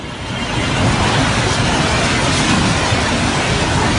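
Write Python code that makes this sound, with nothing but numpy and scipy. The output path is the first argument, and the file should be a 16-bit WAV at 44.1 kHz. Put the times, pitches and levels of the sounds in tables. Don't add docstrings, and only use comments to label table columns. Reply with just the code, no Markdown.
import sys
import numpy as np
from scipy import signal
from scipy.fft import rfft, irfft
from scipy.io import wavfile

SR = 44100
rng = np.random.default_rng(int(sys.argv[2]) if len(sys.argv) > 2 else 0)


def master_out(mix):
    frames = np.transpose(np.atleast_2d(mix))
    ceiling = np.clip(frames, -1, 1)
    pcm = np.round(ceiling * 32767).astype(np.int16)
    wavfile.write(sys.argv[1], SR, pcm)


N = 175518
TIME = np.arange(N) / SR


def amp(db):
    return 10 ** (np.asarray(db) / 20)


def evened(x):
    return x / np.sqrt(np.mean(x ** 2) + 1e-20)


def bell(t, centre, width):
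    return np.exp(-((t - centre) / width) ** 2)


def spectrum_db(points, hz):
    f, db = np.transpose(points)
    return np.interp(np.log(hz + 1), np.log(f + 1), db, left=-100, right=-100)


def noise(shape_db, size, patch_db, patch_hz, patch_s):
    hop = size // 4
    hz = np.fft.rfftfreq(size, 1 / SR)[:, None]
    t = np.arange(N // hop + 5) * hop / SR
    real, imaginary, grain = rng.standard_normal((3, len(hz), len(t)))
    steps = np.arange(-40, 41)
    across_hz = np.exp(-.5 * (steps / (patch_hz * size / SR)) ** 2)
    across_time = np.exp(-.5 * (steps / (patch_s * SR / hop)) ** 2)
    patches = evened(signal.fftconvolve(grain, np.outer(across_hz, across_time), "same"))
    spectra = (real + 1j * imaginary) * amp(shape_db(hz, t) + patch_db * patches)
    return signal.istft(spectra, nperseg=size, noverlap=size - hop)[1][:N]


def coloured_noise(colour, patch_db, patch_hz, patch_s):
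    return evened(noise(lambda hz, t: spectrum_db(colour, hz), 2048, patch_db, patch_hz, patch_s))


# (time [s], rumble level [dB], roar level [dB], spray level [dB])
FLOOD_LEVELS = [(0, -27.5, -33.5, -35), (.17, -29, -33, -34.5), (.4, -23, -28.5, -29),
                (.55, -22.5, -26, -25.5), (.7, -20, -24, -23.5), (.9, -16.5, -21.5, -25),
                (1.15, -18.5, -19.5, -20.5), (1.35, -19, -23, -23), (1.56, -20.5, -21, -22.5),
                (1.7, -17, -22.5, -22), (1.95, -19, -20, -21), (2.2, -18.5, -21.5, -21.5),
                (2.42, -18, -22.5, -21.5), (2.65, -16, -23, -22), (2.87, -19, -22, -22.5),
                (3.1, -19, -21.5, -22.5), (3.3, -17, -21, -23.5), (3.45, -23, -21, -22),
                (3.62, -16, -22, -24), (3.8, -19.5, -20, -24.5), (3.98, -18, -23.5, -22.5)]


def flood_db(column):
    rows = np.array(FLOOD_LEVELS)
    return np.interp(TIME, rows[:, 0], rows[:, column])


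# (frequency [Hz], relative density [dB per Hz])
RUMBLE_COLOUR = [(15, -42), (28, -20), (40, -5), (52, -3), (72, -5.5), (85, -2.5), (115, -1.5), (190, -6),
                 (231, -4), (302, -9), (420, -20), (550, -32.5), (920, -100)]


def rumble():
    return amp(flood_db(1)) * coloured_noise(RUMBLE_COLOUR, patch_db=1.35, patch_hz=40.4, patch_s=0.038)


# (frequency [Hz], relative density [dB per Hz])
ROAR_COLOUR = [(180, -24), (300, -5.5), (380, -1), (481, -2.5), (629, 1.5), (775, -0.5), (1000, 0),
               (1190, -7), (1500, -5.5), (1950, -16.5), (3300, -120)]


def roar():
    return amp(flood_db(2)) * coloured_noise(ROAR_COLOUR, patch_db=2.5, patch_hz=26, patch_s=0.021)


# (frequency [Hz], relative density [dB per Hz])
SPRAY_COLOUR = [(710, -18), (1200, -3.5), (1890, -1), (2400, -1), (3110, -3), (3500, -5.5), (4200, -9),
                (6000, -59)]


def spray():
    return amp(flood_db(3)) * coloured_noise(SPRAY_COLOUR, patch_db=3.0, patch_hz=26.4, patch_s=0.024)


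# (time [s], level [dB])
FIZZ_LEVELS = [(0, -44.5), (.15, -42), (.4, -37), (.6, -33), (.9, -29.5), (1.1, -28), (1.35, -27.5),
               (1.65, -28), (1.85, -27), (2.15, -27.5), (2.4, -23.5), (2.6, -27), (2.7, -26), (3.0, -28.5),
               (3.4, -27), (3.7, -28), (3.98, -29)]
# (frequency [Hz], relative density [dB per Hz])
FIZZ_COLOUR = [(2500, -43), (3400, -5), (4100, -1.5), (4850, -2.5), (5650, -2.5), (7600, -7), (8500, -9.5),
               (9200, -7.5), (10000, -10.5), (10400, -23.5), (10800, -48)]
GUST_DB, GUST_HZ = 0.78, (5.0, 19)


def fizz():
    rates = np.geomspace(*GUST_HZ, num=20)
    gust = evened(sum(np.sin(2 * np.pi * (f * TIME + rng.random())) for f in rates))
    level = np.interp(TIME, *np.transpose(FIZZ_LEVELS)) + GUST_DB * gust
    return amp(level) * coloured_noise(FIZZ_COLOUR, patch_db=3.0, patch_hz=26.1, patch_s=0.02)


# (time [s], 1/e half-width [s], peak level [dB], pitch [Hz])
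THUDS = [(.36, 0.014, -24, 130), (.58, 0.019, -16, 113), (.585, 0.016, -19.5, 307),
         (0.731, 0.017, -22, 266), (0.749, 0.022, -13, 132), (.9, .03, -23.5, 361), (.94, .015, -18, 223),
         (1.009, 0.014, -11.5, 96), (1.191, 0.015, -14.5, 143), (1.22, 0.035, -17.5, 264.6),
         (1.39, 0.023, -14.5, 119), (1.475, 0.021, -20, 366), (1.513, 0.0063, -9.5, 120),
         (1.6, 0.0094, -11.5, 117), (1.8, 0.023, -13, 148), (2.258, 0.018, -17.5, 122),
         (2.51, 0.0095, -9.5, 140), (2.71, 0.011, -12, 130), (2.93, 0.012, -8.5, 108),
         (3.14, 0.025, -14, 232), (3.37, 0.016, -16.5, 142), (3.744, .015, -14, 93)]


def thuds():
    out = np.zeros(N)
    for s, width, db, hz in THUDS:
        tone = np.sin(2 * np.pi * (hz * (TIME - s) + rng.random()))
        out += amp(db) * bell(TIME, s, width) * tone
    return out


# (time [s], 1/e half-width of power [s], nominal peak level [dB],
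# centre frequency [Hz], spectral standard deviation [octaves])
SPLASHES = [(1.09, 0.011, -30, 4000, 0.53), (1.15, 0.11, -26, 1010, 0.53), (1.2, 0.027, -39, 4000, 1.1),
            (1.535, 0.023, -24, 5430, 0.41), (1.76, 0.02, -31, 5500, 0.25), (2.05, 0.021, -26, 5000, 0.5),
            (2.36, 0.038, -27, 5400, 0.49), (2.5, 0.028, -26, 2770, 0.083), (3.58, 0.04, -27.5, 3270, 0.11)]


def splashes():
    def shape_db(hz, t):
        power = 1e-12
        for s, width, db, centre_hz, octaves in SPLASHES:
            distance = np.log2((hz + 1) / centre_hz) / octaves
            colour = np.exp(-.5 * distance ** 2) / (hz + 1)
            power = power + amp(2 * db) * colour / colour.sum() * bell(t, s, width)
        return 10 * np.log10(power)
    return noise(shape_db, size=256, patch_db=2.5, patch_hz=300, patch_s=0.019)


BUBBLE_HZ, BUBBLE_PITCHES = (350.7, 9990), 90
BUBBLE_DB = -4.5
BUBBLES_PER_S, BUBBLE_S = 900, 0.038
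BUBBLE_RISE = 0.0097


def bubbles():
    out = np.zeros(N)
    t = np.arange(0, BUBBLE_S, 1 / SR)
    for hz in np.geomspace(*BUBBLE_HZ, num=BUBBLE_PITCHES):
        swell = np.sin(np.pi * t / BUBBLE_S)
        tone = swell * np.sin(2 * np.pi * hz * t * (1 + BUBBLE_RISE * t / BUBBLE_S))
        starts = rng.random(N) < BUBBLES_PER_S / BUBBLE_PITCHES / SR
        train = starts * amp(2.7 * rng.standard_normal(N))
        pitch_db = -1.2 * np.log2(hz / 1000) ** 2
        out += amp(pitch_db) * signal.oaconvolve(train, tone)[:N]
    return evened(out) * amp(BUBBLE_DB + flood_db(3))


# (time [s], lower whistle level [dB], upper whistle level [dB])
WHISTLE_LEVELS = [(0, -43, -40), (.12, -54, -51), (.24, -46, -43), (.3, -40, -38), (.52, -47, -39),
                  (.72, -44, -42), (.81, -38, -38), (.85, -60, -55)]
# (noise width at half amplitude [Hz], peak of the pure tone against the noise rms [ratio])
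WHISTLE_SHAPE = [(25, 4), (70, 1.6)]
# (time [s], 1/e half-width [s], peak rms level of the pulse alone [dB])
WHISTLE_PULSES = [
    [(.185, .02, -44), (.27, .02, -35), (.375, .01, -32), (.43, .025, -33), (.495, .015, -30),
     (.575, .014, -32), (.61, .01, -32), (.655, .024, -29), (.785, .025, -28.5)],
    [(.09, .015, -41), (.15, .012, -40), (.23, .012, -40), (.37, .02, -31), (.435, .018, -32),
     (.56, .025, -34), (.645, .015, -33), (.71, .025, -30), (.795, .022, -32)],
]
WHISTLE_HZ = 2794, 3165


def whistles():
    hz = np.fft.rfftfreq(N, 1 / SR)
    rows = np.array(WHISTLE_LEVELS)
    out = np.zeros(N)
    for k, (centre_hz, (width, pure)) in enumerate(zip(WHISTLE_HZ, WHISTLE_SHAPE)):
        band = rfft(rng.standard_normal(N)) / (1 + ((hz - centre_hz) / width * 2) ** 2)
        pure_tone = pure * np.sin(2 * np.pi * centre_hz * TIME)
        tone = evened(evened(irfft(band, N)) + pure_tone)
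        steady = amp(np.interp(TIME, rows[:, 0], rows[:, k + 1]))
        pulses = sum(amp(db) * bell(TIME, s, length) for s, length, db in WHISTLE_PULSES[k])
        out += np.hypot(steady, pulses) * tone * (TIME < rows[-1, 0])
    return out


def scene():
    water = rumble() + roar() + spray() + fizz()
    return (water + thuds() + splashes() + bubbles() + whistles())[None]


LOW_CUT_HZ, EDGE_HZ = 36, 10600
CEILING = .98


def record(dry):
    low_cut = signal.butter(3, LOW_CUT_HZ, "high", fs=SR, output="sos")
    x = signal.sosfilt(low_cut, dry)
    x = x / (1 + (x / CEILING) ** 10) ** .1
    treble_cut = signal.firwin(1023, EDGE_HZ, window=("kaiser", 10), fs=SR)
    return signal.oaconvolve(x, treble_cut[None], "same")


dry = scene()
out = record(dry)
master_out(out)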